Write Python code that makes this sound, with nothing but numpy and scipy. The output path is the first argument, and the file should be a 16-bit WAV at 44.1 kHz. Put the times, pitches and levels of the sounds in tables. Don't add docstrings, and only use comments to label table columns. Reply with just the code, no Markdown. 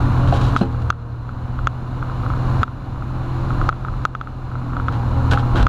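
import sys
import numpy as np
from scipy import signal
from scipy.fft import rfft, irfft, next_fast_len
from scipy.io import wavfile
from scipy.ndimage import uniform_filter1d, minimum_filter1d

SR = 44100
rng = np.random.default_rng(int(sys.argv[2]) if len(sys.argv) > 2 else 0)


def int16_out(signal):
    q = np.round(np.clip(np.atleast_2d(signal).T, -1, 1) * 32767)
    wavfile.write(sys.argv[1], SR, q.astype(np.int16))


N = 250488
TIME = np.arange(N) / SR

# (t/s, firing rate f/Hz)
FIRING_RATE = [(0.0, 125.9), (0.47, 125.2), (0.68, 118.3), (1.12, 117.8), (1.36, 122.7), (2.17, 125.8),
               (2.72, 126.7), (2.86, 127), (4.27, 127.3), (4.65, 124.1), (4.87, 119.7), (5.6, 120.4),
               (5.68, 121.4)]
# (multiple of crank speed, level/dB)
ENGINE_ORDERS = [(2, -27.5), (4, -36.5), (5, -45), (6, -38), (7, -41.5), (8, -41), (12, -46), (18, -44.5),
                 (24, -47.5)]
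# (f/Hz, bandwidth/Hz, gain/dB)
CAB_AIR_MODES = [(78.1, 4.5, 9.5), (243.9, 5.2, 11.5), (341.4, 4.3, 8.5), (469, 9.8, 16), (972, 46, 10.5)]
# (f/Hz, relative spectral level/dB)
ROAR_SPECTRUM = [(60, 0), (110, 4), (160, -2), (240, -3), (320, -8.5), (420, -12.5), (640, -12.5),
                 (820, -11), (1050, -9), (1450, -14), (1800, -26), (2300, -51), (3500, -76)]
# (start t/s, end t/s, whine level/dB)
VALVE_OPENINGS = [(-.1, 0.757, -34.5), (4.69, 5.7, -32)]
# (multiple of the piston rate, relative level/dB)
PUMP_HARMONICS = [(1, 0.5), (2, -9.5), (3, -11.5), (4, -9), (5, -16)]
# (f/Hz, relative spectral level/dB)
HISS_SPECTRUM = [(900, -15), (2000, -0.5), (2500, -0.8), (3000, -10.5), (3500, -3.5), (4200, -3),
                 (4800, -13.5), (7100, -16.5), (7900, -24.5), (10000, -24), (12400, -21), (13500, -54)]
# (f/Hz, bandwidth/Hz, relative level/dB)
OIL_RESONANCES = [(2500, 9.9, -17.5), (2824, 110, -3.5), (2987, 14, -9), (4070, 47, -7), (4860, 26, -20),
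                  (6100, 63, -23.5), (7030, 86, -17.5)]
# (f/Hz, relative spectral level/dB)
SHAKE_SPECTRUM = [(7, -52), (16, -17), (24, 9), (33, 8.5), (45, 8), (60, 4.5), (80, -10), (105, 6.5),
                  (140, -14), (220, -87)]
# (crest t/s, gain/dB)
LURCH_SWELLS = [(.98, -1), (1.63, 8.5), (2.25, 3.5), (2.55, 1.5), (2.95, 3.5), (3.65, 5), (3.92, 5.5),
                (4.8, 2), (5.62, 10)]
# (t/s, level/dB, rise/s, T60/s, tilt/(dB per octave))
RATTLE_BURSTS = [(0.271, -31.5, 0.0058, 0.28, 0.5), (0.321, -28, 0.0021, 0.45, 1),
                 (.408, -32, 0.0042, 0.63, 2.5), (.565, -22, 0.0083, 0.16, 3.5),
                 (.609, -11, 0.0032, 0.2, -5), (.722, -36.5, 0.0056, 0.079, 1),
                 (.817, -35, 0.0023, 0.024, 6), (4.882, -32, 0.0033, 0.062, -4),
                 (4.915, -23.5, .008, 0.24, -3.5), (5.310, -15.5, 0.0052, 0.048, 0.5),
                 (5.320, -8, 0.0058, 0.13, -4.5), (5.377, -21, 0.0091, 0.11, -3),
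                 (5.548, -15, 0.018, 0.21, -4), (5.592, -20.5, 0.0065, 0.2, -4.5),
                 (5.624, -19.5, 0.0044, 0.031, -0.5)]
# (f/Hz, relative spectral level/dB)
RATTLE_SPECTRUM = [(150, -3.5), (300, -4.5), (800, -3.5), (1500, 7), (2000, -9.5), (3000, -2), (4200, -7),
                   (5000, -13.5), (7000, -19), (8500, -26.5), (11500, -34), (14000, -71)]
# (f/Hz, bandwidth/Hz, relative level/dB)
PANEL_MODES = [(383, 64, -2), (814, 7.2, 17), (864, 15, 5), (1480, 40, -23), (2650, 83, -14),
               (3900, 126, 4), (6000, 140, -22)]
# (t/s, peak level/dB, most strongly driven f/Hz)
JOLT_BLOWS = [(.324, -7.5, 720), (.612, 4.5, 212), (.614, -17, 4200), (5.316, -23, 800),
              (5.322, -24.5, 1490), (5.345, -20, 840), (5.545, -13, 274), (5.562, -14, 356),
              (5.596, -16, 250), (5.626, -17.5, 878)]
# (f/Hz, relative level/dB, T60/s)
BODY_MODES = [(193, 4, 0.094), (262.4, -8.5, 0.35), (343, -4.5, 0.21), (441, -7, 0.28), (549.5, -5, 0.22),
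              (697, 1.5, 0.068), (810, -4, 0.12), (1044, -5.5, 0.044), (1536, -5, 0.026), (2780, -1, .025),
              (4140, -13.5, 0.093)]
# (t/s, peak level/dB)
FITTING_KNOCKS = [(0.5636, 5.8), (0.903, 13.2), (0.9265, -9.0), (1.2917, -10.3), (1.5899, -9.0),
                  (1.6717, 8.6), (2.0268, -8.2), (2.0979, -15), (2.2632, -12.5), (2.302, -11.5),
                  (2.3366, -14.5), (2.6317, 10.5), (2.6793, -9.0), (3.5057, -11.0), (3.6142, -9.3),
                  (3.6907, 8.6), (3.727, -6.5), (3.849, -6.9), (3.8842, -9.0), (4.0521, 12.9),
                  (4.1508, 1.4), (4.2123, -1.1), (4.2729, -7.0), (4.5155, -14.5), (4.5546, -11.0),
                  (4.7334, -12.3), (4.7675, -5.8), (4.7991, -8.5), (4.8836, -2.6), (5.3745, -5.0),
                  (5.6675, 6.5)]
# (f/Hz, relative level/dB, T60/s)
FITTING_MODES = [(1302, 5, 0.014), (1060, -15, 0.0082), (1563, -7, 0.0092), (2260, -49, 0.026),
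                 (2760, -31.5, 0.031), (3430, -17.5, 0.013), (3796, -23, 0.016), (6400, -21, 0.0094)]
# (f/Hz, relative spectral level/dB)
CRACK_SPECTRUM = [(400, -28), (900, -6), (1700, 2.5), (2400, -18.5), (4200, 3.5), (5500, -7.5),
                  (7000, -1.5), (8500, -19.5), (13000, -1.5)]

FIRINGS_PER_TURN, STROKES_PER_TURN = 3, 6.75
NO_LOAD_FIRING_HZ = 127.3


def from_db(db):
    return 10 ** (np.asarray(db) / 20)


def unit_rms(x):
    return x / np.sqrt(np.mean(x ** 2) + 1e-20)


def drift(rate_hz):
    pole = np.exp(-80 * np.pi * rate_hz / SR)
    noise = rng.standard_normal(N // 40 + 2002)
    slow = signal.lfilter([1], [1, -2 * pole, pole * pole], noise)[2000:]
    return np.interp(np.arange(N) / 40, np.arange(len(slow)), unit_rms(slow))


def coloured(x, spectrum, tilt_db=0):
    size = next_fast_len(len(x))
    octaves = np.log2(np.maximum(np.fft.rfftfreq(size, 1 / SR), 1))
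    hz, db = np.transpose(spectrum)
    slope_db = tilt_db * np.clip(octaves, np.log2(hz[0]), np.log2(hz[-1]))
    gain = from_db(np.interp(octaves, np.log2(hz), db) + slope_db)
    return unit_rms(irfft(rfft(x, size) * gain, size)[:len(x)])


def resonate(x, modes):
    out = 0
    for hz, width, db in modes:
        band = signal.lfilter(*signal.iirpeak(hz, hz / width, fs=SR), x + 1e-18)
        out += from_db(db) * unit_rms(band)
    return unit_rms(out)


def ring(t, hz, t60):
    return np.sin(2 * np.pi * hz * t) * np.exp(-np.log(1000) * t / t60)


def tone(cycles, waver_db, waver_hz):
    carrier = np.sqrt(2) * np.sin(2 * np.pi * (cycles + rng.random()))
    return carrier * from_db(waver_db * drift(waver_hz))


def lowpass(x, hz):
    return signal.sosfilt(signal.butter(2, hz, fs=SR, output="sos"), x)


def add(out, start_s, sound):
    at = int(np.clip(start_s * SR, 0, N - 1))
    out[at:at + len(sound)] += sound[:N - at]


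def diesel(crank_hz, turns, sag_hz):
    firings = FIRINGS_PER_TURN * turns
    firing_db = -19.5 + 0.35 * sag_hz
    drone = from_db(firing_db) * tone(firings, waver_db=1.36, waver_hz=24)
    for order, db in ENGINE_ORDERS:
        lift_db = sum(gain_db / (1 + (2 * (order * crank_hz - hz) / width) ** 2)
                      for hz, width, gain_db in CAB_AIR_MODES)
        drone += from_db(db + lift_db) * tone(order * turns, waver_db=2.5, waver_hz=4.5)
    pulsing_db = 0.74 * np.sin(2 * np.pi * firings) + 0.54 * np.sin(np.pi * turns) + 0.22 * drift(24)
    roar = coloured(rng.standard_normal(N) * from_db(pulsing_db), ROAR_SPECTRUM)
    return drone + from_db(-22.5) * roar


def pump_whine(turns):
    opening_s, closing_s = 0.15, 0.26
    effort = from_db(-42)
    for start, end, db in VALVE_OPENINGS:
        valve = np.clip(1 + np.minimum((TIME - start) / opening_s, (end - TIME) / closing_s), 0, 1)
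        effort = np.maximum(effort, from_db(db) * valve)
    strokes = STROKES_PER_TURN * turns
    whine = sum(from_db(db) * tone(k * strokes, waver_db=3.5, waver_hz=4.4) for k, db in PUMP_HARMONICS)
    return effort * whine


def oil_flow(sag_hz):
    turbulence = rng.standard_normal(N) * from_db(0.42 * drift(30))
    hiss = from_db(-1.5) * coloured(turbulence, HISS_SPECTRUM)
    whistle = from_db(-7) * resonate(rng.standard_normal(N), OIL_RESONANCES)
    flow_db = -43 - 0.08 * sag_hz
    return from_db(flow_db) * (hiss + whistle)


def cab_shaking():
    lurch_s = 0.085
    rumble = coloured(rng.standard_normal(N), SHAKE_SPECTRUM)
    even = rumble / np.sqrt(uniform_filter1d(rumble ** 2, size=4400) + 0.048)
    swell_db = sum(db * np.exp(-((TIME - crest) / lurch_s) ** 2) for crest, db in LURCH_SWELLS)
    return from_db(-21 + swell_db) * even


def trim_rattles():
    out, t = np.zeros(N), TIME[:SR // 3]
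    contacts_per_s, lowest_hz = 2500, PANEL_MODES[0][0]
    for start, db, rise, t60, tilt_db in RATTLE_BURSTS:
        envelope = np.minimum(t / rise, 1) * np.exp(-np.log(1000) * np.maximum(t - rise, 0) / t60)
        contacts = envelope * rng.standard_normal(len(t)) * (rng.random(len(t)) < contacts_per_s / SR)
        panels = [(hz, width, mode_db + tilt_db * np.log2(hz / lowest_hz))
                  for hz, width, mode_db in PANEL_MODES]
        clatter = from_db(-3) * coloured(contacts, RATTLE_SPECTRUM, tilt_db)
        ringing = from_db(-9.5) * resonate(contacts, panels)
        add(out, start, from_db(db) * np.sqrt(np.mean(envelope ** 2)) * (clatter + ringing))
    return out


def body_jolts():
    out, t = np.zeros(N), TIME[:SR // 4]
    attack_s = 0.00044
    for start, peak_db, pitch_hz in JOLT_BLOWS:
        blow = np.zeros(len(t))
        for k, (hz, db, t60) in enumerate(BODY_MODES):
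            octaves_below = np.log2(pitch_hz / hz)
            coupling_db = -8.6 * abs(octaves_below) - 5.4 * max(octaves_below, 0)
            blow += (-1) ** k * from_db(db + coupling_db) * ring(t, hz, t60)
        blow *= 1 - np.exp(-t / attack_s)
        add(out, start, from_db(peak_db) * blow / np.abs(blow).max())
    return out


def loose_fitting():
    out, t = np.zeros(N), TIME[:SR // 25]
    modes = np.array([from_db(db) * ring(t, hz, t60) for hz, db, t60 in FITTING_MODES])
    modes[1:] *= -1
    faint_taps = [(when * N / SR, -20 + 6 * force) for when, force in rng.random((7, 2))]
    for start, peak_db in FITTING_KNOCKS + faint_taps:
        weights = from_db(2.6 * rng.standard_normal(len(modes)))
        weights[0] = 1
        grit = coloured(rng.standard_normal(len(t)), CRACK_SPECTRUM)
        crack = from_db(-14.5) * grit * np.exp(-t / 0.0014)
        cutoff_hz = np.clip(3000 * from_db(0.49 * peak_db), 1300, 8000)
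        knock = lowpass(weights @ modes + crack, cutoff_hz)
        knock *= from_db(peak_db) / np.abs(knock).max()
        add(out, start, knock)
        rebound_s = 0.00307 + 0.00318 * rng.random()
        rebound = lowpass(knock, hz=1900) * from_db(-8.5 - 8.9 * rng.random())
        add(out, start + rebound_s, rebound)
    return out


def scene():
    firing_hz = np.interp(TIME, *np.transpose(FIRING_RATE))
    crank_hz = firing_hz / FIRINGS_PER_TURN
    sag_hz = NO_LOAD_FIRING_HZ - firing_hz
    turns = np.cumsum(crank_hz * (1 + 0.0024 * drift(8.7))) / SR
    machine = diesel(crank_hz, turns, sag_hz) + pump_whine(turns) + oil_flow(sag_hz)
    cab = cab_shaking() + trim_rattles() + body_jolts() + loose_fitting()
    return (machine + cab)[None]


def record(dry):
    ceiling, release_db_per_s, cutoff_hz = 0.69, 11.5, 13000
    over_db = 20 * np.log10(np.maximum(np.abs(dry[0]) / ceiling, 1))
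    held_db = np.maximum.accumulate(over_db + release_db_per_s * TIME) - release_db_per_s * TIME
    gain_db = uniform_filter1d(minimum_filter1d(-held_db, size=89), size=89)
    fade_in = np.minimum(TIME / 0.005, 1)
    treble_cut = signal.ellip(8, 0.1, 70, cutoff_hz, fs=SR, output="sos")
    return signal.sosfilt(treble_cut, dry * from_db(gain_db) * fade_in)


dry = scene()
out = record(dry)
int16_out(out)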